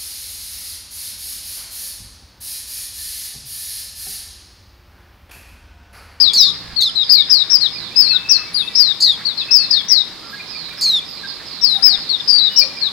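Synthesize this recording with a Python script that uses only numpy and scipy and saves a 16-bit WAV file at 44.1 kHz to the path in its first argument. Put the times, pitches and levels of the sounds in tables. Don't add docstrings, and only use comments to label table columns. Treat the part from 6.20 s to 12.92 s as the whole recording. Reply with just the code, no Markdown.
import sys
import numpy as np
from scipy import signal
from scipy.fft import rfft, irfft, next_fast_len
from scipy.io import wavfile
from scipy.ndimage import map_coordinates

SR = 44100
rng = np.random.default_rng(int(sys.argv[2]) if len(sys.argv) > 2 else 0)


def bounce(signal):
    frames = np.transpose(np.atleast_2d(signal))
    limited = np.clip(frames, -1, 1)
    pcm = np.round(limited * 32767).astype(np.int16)
    wavfile.write(sys.argv[1], SR, pcm)


N = 296352


def amp(db):
    return 10 ** (np.asarray(db) / 20)


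def unit(x):
    return x / np.sqrt(np.mean(x ** 2) + 1e-20)


def along(points, hz):
    knots_hz, values = np.transpose(points)
    return np.interp(np.log(hz + 1), np.log(knots_hz + 1), values)


def across(values, size):
    return np.interp(np.linspace(0, 1, size), np.linspace(0, 1, len(values)), values)


def wobble(rate_hz, size):
    knots = rng.standard_normal(int(size * rate_hz / SR) + 4)
    return map_coordinates(knots, [np.arange(size) * rate_hz / SR])


def phase_of(hz):
    return 2 * np.pi * np.cumsum(hz) / SR


def filtered(x, response):
    size = x.shape[-1]
    padded = next_fast_len(size + 8192)
    return irfft(rfft(x, padded) * response(np.fft.rfftfreq(padded, 1 / SR)), padded)[..., :size]


def noise(spectrum):
    return unit(filtered(rng.standard_normal(N), lambda hz: amp(along(spectrum, hz))))


def add(track, start_s, sound):
    part = track[..., max(0, round(start_s * SR)):][..., :sound.shape[-1]]
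    part += sound[..., :part.shape[-1]]


# delay in seconds, gain in dB.
WALL_ECHOES = [(.0019, -25), (.0043, -14.5), (.0078, -13), (.0128, -16.5), (.021, -18), (0.032, -17)]

def walls(x):
    return x + sum(amp(db) * np.pad(x, (int(delay_s * SR), 0))[:N] for delay_s, db in WALL_ECHOES)


# frequency in Hz, T60 in seconds.
PORCH_T60 = [(500, 0.86), (4000, 0.42), (9000, 0.5), (15000, 0.048)]

def porch(x):
    hz, t, spectra = signal.stft(rng.standard_normal((2, SR * 3 // 4)), SR, nperseg=256)
    t60_s = along(PORCH_T60, hz)[:, None]
    tail = signal.istft(spectra * amp(-60 * t / t60_s), SR, nperseg=256)[1]
    tail /= np.linalg.norm(tail, axis=1, keepdims=True)
    return signal.fftconvolve(x[None], np.pad(tail, ((0, 0), (200, 0))), axes=1)[:, :N]


# levels in dB, evenly spaced over a note.
NOTE_ARCH_DB = [-4.5, 1, 4.5, 4, 2.5, 2, 0.7, -3.5]
# pitch in Hz, gain in dB.
PITCH_GAIN = [(3300, -4), (3700, 3), (4000, -1.3), (4300, -0.2), (4700, 0.4), (5100, 7), (5500, 0.5),
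              (6000, -2)]

def contour(length_s, rise_s, top_hz, end_hz, knee, db, fade_db, count=25):
    t = np.linspace(0, length_s, count)
    progress = np.maximum(t - rise_s, 0) / (length_s - rise_s)
    height = (1 - progress ** 2) / (1 + (progress / knee) ** 2)
    scoop_hz = 12000 * np.maximum(rise_s - t, 0)
    droop_hz = 85 * progress ** 10
    kinks_hz = 28 * rng.standard_normal(count)
    hz = end_hz + (top_hz - end_hz) * height - scoop_hz - droop_hz + kinks_hz
    shake_db = 1.9 * rng.standard_normal(count)
    shape_db = across(NOTE_ARCH_DB, count) + along(PITCH_GAIN, hz) - fade_db * t / length_s + shake_db
    return hz, db + 20 * np.log10(unit(amp(shape_db)))


# frequency in Hz, gain in dB.
BEAK_GAIN = [(4500, 0), (6200, -2.5), (7200, 5.5), (8000, 0.5), (8700, 11), (9300, 9), (10200, 4.5),
             (11000, -1.5), (12000, 2.5), (13400, 7), (15500, -3)]

def syrinx(length_s, pitches_hz, levels_db, depth_hz, overtones, trill_hz, trill_s, rough_hz, rasp=0):
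    size = int(length_s * SR)
    t = np.arange(size) / SR
    trill = np.sin(phase_of(trill_hz * (1 + 0.12 * wobble(36.3, size))))
    opening = np.exp(-(t / trill_s) ** 2)
    hooks = 1 - 0.26 * np.exp(-t / 0.0022) - 0.082 * np.exp((t - length_s) / 0.0033)
    waver_hz = 50 * wobble(110, size) + rough_hz * wobble(600, size)
    hz = across(pitches_hz, size) * hooks + depth_hz * (0.79 * opening + 0.085) * trill + waver_hz
    phase = phase_of(hz)
    level_db = across(levels_db, size)
    gate = lambda rise_s: np.clip(t / rise_s, 0, 1) * np.clip((length_s - t) / 0.0049, 0, 1)
    tone = amp(level_db) * gate(0.005) * np.sin(phase)
    upper_db = (level_db + np.mean(levels_db)) / 2 + 4 * (opening - 1) + 7 * np.exp(-t / 0.006)
    for multiple, db in overtones:
        flicker_db = 3.5 * wobble(110, size)
        gain = amp(upper_db + db + along(BEAK_GAIN, multiple * hz) + flicker_db)
        jitter_rad = rasp * (0.55 * opening + 0.3) * wobble(1500, size)
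        tone += gain * gate(0.003) * np.sin(multiple * phase + jitter_rad)
    tremolo_db = across([1.8, 0], size) * opening * trill
    return np.sqrt(2) * tone * amp(tremolo_db)


# start, length and rise in seconds, top and end pitch in Hz,
# knee as a share of the fall, relative level in dB, fade in dB, trill depth in Hz.
CHIRP_NOTES = [(0, .115, 0, 5210, 3390, 0.51, -5.5, 7.5, 217),
               (.171, .14, 0, 5824, 3654, 0.51, -6, 4.5, 300),
               (0.56, .077, 0.00047, 4490, 3530, 0.93, -11, -0.5, 120),
               (.751, 0.09, 0.0035, 4110, 3530, 1.18, -10, 0.5, 120),
               (0.891, 0.14, 0.022, 5002, 3562, 0.52, -4, 5, 268),
               (1.095, 0.14, 0.00038, 5354, 3715, .48, -5.5, 1, 250),
               (1.295, 0.077, 0.015, 5520, 4760, 1.12, -4, -7, 230),
               (1.405, 0.071, 0.0022, 4430, 3570, .84, -9.5, -1, 120),
               (1.757, 0.13, 0.026, 5270, 4140, 0.49, -5.5, -1.5, 146),
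               (1.868, 0.11, 0.02, 4450, 3590, 0.96, -10, -4.5, 120),
               (2.087, 0.092, 0.011, 5700, 4190, 0.44, -5, 1.5, 252),
               (2.341, 0.095, 0, 4960, 3424, 0.55, -12.5, 1.5, 120),
               (2.55, .18, 0.021, 5436, 3680, 0.4, -6.5, 5, 300),
               (2.818, .11, 0.0019, 4950, 3574, 0.67, -8.5, 6.5, 199),
               (3.05, 0.089, 0.0011, 4646, 3465, 0.62, -13.5, 17, 120),
               (3.171, 0.072, 0.0043, 4370, 3340, 0.53, -16.5, 8, 120),
               (3.307, .15, .035, 5415, 4210, .32, -5.5, 7.5, 191),
               (3.505, 0.11, 0, 5140, 3324, 0.48, -8.5, 6.5, 248),
               (3.681, .145, 0.0023, 5763, 3698, 0.43, -7, -0.5, 333),
               (5.411, 0.16, 0.0034, 5634, 3780, .33, -8, -1.5, 120),
               (5.622, .14, 0.027, 5234, 3610, 0.75, -4, 2, 115),
               (5.888, 0.079, 0, 4620, 3554, 0.51, -12, 3, 120),
               (6.074, 0.13, 0, 5220, 4580, 0.2, -5.5, -4, 418),
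               (6.185, .11, 0, 4080, 3696, 0.93, -9, 5, 100),
               (6.359, 0.083, 0.016, 5575, 4194, 0.49, -4, 1, 260),
               (6.609, .079, 0.0026, 4380, 3565, 0.93, -13, -0.5, 120)]
# start in seconds, relative level in dB.
TICK_NOTES = [(2.474, -16), (5.997, -16)]
# multiple of the pitch, gain in dB.
WHISTLE_OVERTONES = [(2, -42.5), (3, -69)]

def near_birds():
    song = np.zeros(N)
    for start_s, length_s, *shape, depth_hz in CHIRP_NOTES:
        add(song, start_s, syrinx(length_s, *contour(length_s, *shape), depth_hz, WHISTLE_OVERTONES,
                                  trill_hz=135, trill_s=0.048, rough_hz=42, rasp=0.7))
    for start_s, db in TICK_NOTES:
        add(song, start_s, syrinx(0.018, [3810, 3880, 3350], [db], 120, WHISTLE_OVERTONES,
                                  trill_hz=99, trill_s=0.061, rough_hz=18))
    song *= amp(-1.5)
    return walls(song) * amp([[0], [-34]]) + porch(song) * amp([[-14], [-31]])


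# start and length in seconds, relative puff and rustle levels in dB.
WING_FLIGHTS = [(0, 0.085, -44, -65), (0.429, 0.16, -41.5, -67), (1.797, 0.23, -74, -40),
                (2.541, 0.25, -63, -40), (3.517, 0.17, -69, -39.5), (4.435, 0.21, -63, -39),
                (5.482, 0.18, -66, -40), (5.672, 0.14, -45, -46)]

def wings(beat_hz=24):
    air, feathers = np.zeros(N), np.zeros(N)
    for start_s, length_s, puff_db, rustle_db in WING_FLIGHTS:
        size = int(length_s * SR)
        phase = phase_of(beat_hz * (1 + 0.11 * wobble(8, size)))
        beats = np.sin(phase / 2) ** 4 * signal.windows.tukey(size)
        add(air, start_s, amp(puff_db) * beats)
        add(feathers, start_s, amp(rustle_db) * beats)
    puffs = air * noise([(20, 3), (60, 16), (130, 3), (400, -21), (2000, -79)])
    rustle = feathers * noise([(100, -39), (500, -16), (1800, 14), (6000, -11.5), (15000, -9)])
    return puffs * amp([[1], [7]]) + rustle


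def shuffling():
    friction = noise([(400, -38), (1100, -15), (1700, -2), (2300, -8.5), (3200, -21), (9000, -42)])
    bursts = unit(amp(5 * wobble(28, N) + 2 * wobble(4, N)))
    scrapes = amp(-48) * friction * bursts
    return scrapes + amp(-6) * porch(scrapes)


# frequency in Hz, relative density in dB.
YARD_SPECTRUM = [(15, -37), (25, -16.5), (183, -1), (340, -4.5), (631, -9.5), (1170, -6.5), (1620, -15),
                 (2060, -9.5), (2920, -11.5), (3720, -2.5), (4500, -1), (5140, -6), (5880, -17.5),
                 (13200, -31), (15500, -34)]
# frequency in Hz, left-right correlation.
YARD_CORRELATION = [(60, 0.059), (150, 0.6), (380, 0.57), (950, 0.87), (2380, 1), (5980, 0.02), (15000, 1)]
# frequency in Hz, left minus right in dB.
YARD_BALANCE = [(30, -27), (70, -12.5), (150, -2), (600, -3), (1400, 0), (4000, -3.5), (12000, 0.5)]
# time in seconds, level in dB.
YARD_BODY_DB = [(0, -41), (.5, -46), (1.5, -44), (3, -44), (4.5, -44.5), (5.6, -43.5), (6.72, -43)]

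def yard():
    def mid_side_gain(hz):
        angle = np.arccos(np.clip(along(YARD_CORRELATION, hz), 0, 1)) / 2
        return amp(along(YARD_SPECTRUM, hz)) * [np.cos(angle), np.sin(angle)]
    mid, side = filtered(rng.standard_normal((2, N)), mid_side_gain)
    pair = np.array([mid + side, mid - side])
    pair = filtered(pair, lambda hz: amp(along(YARD_BALANCE, hz) * np.array([[0.5], [-0.5]])))
    body = filtered(pair.mean(0), lambda hz: (hz > 150) & (hz < 1200))
    level_db = np.interp(np.arange(N) / SR, *np.transpose(YARD_BODY_DB))
    return pair / body.std() * amp(level_db + 0.45 * wobble(9, N))


# time in seconds, strongest partial in Hz, relative level in dB.
ENGINE_RUN = [(0, 125.4, -61), (.3, 121, -44), (.55, 109.9, -49), (.9, 110.7, -57.5), (1.6, 109.8, -50),
              (2.6, 112, -53), (3.199, 108, -60.5), (6.72, 108, -78)]

def engine():
    times_s, hz, db = np.transpose(ENGINE_RUN)
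    t = np.arange(N) / SR
    phase = phase_of(np.interp(t, times_s, hz) * (1 + 0.019 * wobble(8.2, N)))
    hum = sum(amp(partial_db + 1.8 * wobble(13, N)) * np.sin(multiple * phase)
              for multiple, partial_db in [(0.5, -6), (1, 1), (1.5, -2)])
    return hum * amp(np.interp(t, times_s, db)) * amp([[-2], [1]])


def neighbouring_birds(count=70):
    peeps = np.zeros(N)
    for when, pitch, glide, span, strength in rng.random((count, 5)):
        size = int((0.02 + 0.074 * span) * SR)
        hz = 1100 * 2.3 ** pitch * across([1, 0.92 + 0.14 * glide], size)
        add(peeps, when * N / SR, amp(-50 + 12 * strength) * np.hanning(size) * np.sin(phase_of(hz)))
    return peeps + amp(-5) * porch(peeps)


# start and length in seconds, top and end pitch in Hz,
# knee as a share of the fall, relative level in dB, fade in dB, trill depth in Hz.
SCOLD_NOTES = [(0.133, 0.18, 4700, 3500, 0.37, -12.5, 15, 447),
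               (0.607, 0.098, 4330, 3140, 1.8, -14, 11, 382), (2.801, .157, 4590, 3364, .55, -14, 12, 445),
               (4.609, 0.19, 4630, 3493, 0.57, -13, -0.5, 457)]
# multiple of the pitch, gain in dB.
SCOLD_OVERTONES = [(1.5, -18), (2, -30), (2.5, -49), (3, -30), (3.5, -43)]

def scolding_bird():
    song = np.zeros(N)
    for start_s, length_s, *shape, depth_hz in SCOLD_NOTES:
        note = syrinx(length_s, *contour(length_s, 0, *shape), depth_hz, SCOLD_OVERTONES,
                      trill_hz=130, trill_s=0.039, rough_hz=19.4, rasp=1)
        add(song, start_s, amp(-2) * note)
    return song * amp([[0.5], [0]]) + amp(-15) * porch(song)


# start and length in seconds, end pitch in Hz, relative level in dB.
ANSWER_NOTES = [(.28, .11, 4200, -30), (.62, 0.07, 4800, -24.5), (.811, .23, 3370, -24),
                (1.058, 0.079, 4420, -25.5), (1.508, .16, 3480, -24), (1.822, 0.11, 3310, -27),
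                (2.527, 0.082, 3690, -23.5), (3.169, 0.056, 4010, -22), (3.345, .11, 3615, -22),
                (3.492, 0.084, 3230, -23.5), (4.03, 0.23, 3650, -35), (4.268, 0.22, 3710, -25.5),
                (4.569, 0.07, 5050, -23.5), (4.847, 0.24, 3530, -29.5), (5.067, 0.044, 4030, -21.5),
                (5.251, 0.15, 3640, -27), (5.419, 0.12, 3690, -25.5), (5.74, 0.16, 3480, -26),
                (5.972, .11, 4840, -30), (6.23, 0.057, 3990, -24.5), (6.313, 0.1, 3940, -23.5),
                (6.555, 0.14, 3690, -24.5)]

def answering_birds(top_hz=5210, faint_count=14, faint_s=0.39, faint_end_hz=3810, faint_db=-39.5):
    song = np.zeros(N)
    faint = [((k + when) * N / SR / faint_count, faint_s * (0.5 + span), faint_end_hz, faint_db)
             for k, (when, span) in enumerate(rng.random((faint_count, 2)))]
    for start_s, length_s, end_hz, db in ANSWER_NOTES + faint:
        slide_hz = end_hz + (top_hz - end_hz) * np.array([0.97, 0.72, 0.42, 0.2, 0])
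        add(song, start_s, syrinx(length_s, slide_hz, [db - 2, db, db - 4], depth_hz=280, overtones=[],
                                  trill_hz=190, trill_s=0.11, rough_hz=74))
    return walls(song) * amp([[-24], [-9]]) + porch(song) * amp([[-14], [-2.5]])


def peep(length_s, start_hz, end_hz, db, edge_s=0.0095):
    size = int(length_s * SR)
    phase = phase_of(across([start_hz, end_hz], size) + 30 * wobble(199, size))
    return amp(db) * signal.windows.tukey(size, 2 * edge_s / length_s) * np.sin(phase)


# start and stop in seconds, first relative level in dB, loss per pip in dB.
PIP_SERIES = [(1.551, 1.9, -37, 2.5), (4.192, 5.05, -32, 2.5), (6.411, 6.65, -24.5, 11)]
# start and length in seconds, relative level in dB.
QUAVER_NOTES = [(1.724, 0.18, -47.5), (1.873, 0.088, -31.5), (1.993, 0.27, -36.5), (2.417, 0.067, -34.5),
                (3.2, .27, -39)]
# start and length in seconds, start and end pitch in Hz, relative level in dB.
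SOFT_CALLS = [(.966, .045, 2396, 2170, -36), (1.929, 0.044, 1464, 1455, -35.5),
              (4.125, 0.033, 1593, 1690, -34), (5.03, 0.04, 1660, 1557, -33.5),
              (5.546, .055, 755, 780, -40), (5.71, 0.055, 766, 773, -43), (6.291, .12, 2920, 2950, -39.5),
              (6.39, .09, 628, 520, -41)]

def yard_birds(pip_hz=2390, pip_s=0.029, pip_period_s=0.155, quaver_hz=2612):
    song = np.zeros(N)
    for first_s, stop_s, db, loss_db in PIP_SERIES:
        for k, start_s in enumerate(np.arange(first_s, stop_s, pip_period_s)):
            add(song, start_s, peep(pip_s, pip_hz - 20, pip_hz + 20, db - k * loss_db))
    for start_s, length_s, db in QUAVER_NOTES:
        note = peep(length_s, quaver_hz, quaver_hz, db)
        flutter_db = 8 * wobble(45.8, len(note))
        add(song, start_s, note * unit(amp(flutter_db)))
    for start_s, *call in SOFT_CALLS:
        add(song, start_s, peep(*call))
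    return song * amp(4) + amp(-3.5) * porch(song)


# start in seconds, pitch in Hz, level in dB, T60 in seconds.
WIRE_PINGS = [(2.334, 10630, -31, 0.46), (4.1, 13100, -48, 0.34), (4.89, 13000, -49, .3),
              (5.49, 11020, -40, 0.58), (6.32, 13250, -46, 0.29)]

def wires():
    ring, t = np.zeros(N), np.arange(SR // 2) / SR
    for start_s, hz, db, t60_s in WIRE_PINGS:
        envelope = amp(db - 60 * t / t60_s) * (1 - np.exp(-t / 0.0028))
        add(ring, start_s, envelope * np.sin(2 * np.pi * hz * t + 0.5 * wobble(150, len(t))))
    return ring + amp(-18) * porch(ring)


def scene():
    birds = near_birds() + scolding_bird() + answering_birds() + yard_birds() + neighbouring_birds()
    cage = wires() + wings() + shuffling()
    return birds + cage + engine() + yard()


def record(dry):
    ceiling, limit_hz = 1.02, 15800
    clipped = dry / (1 + np.abs(dry / ceiling) ** 12) ** (1 / 12)
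    return filtered(clipped, lambda hz: hz < limit_hz)


dry = scene()
out = record(dry)
bounce(out)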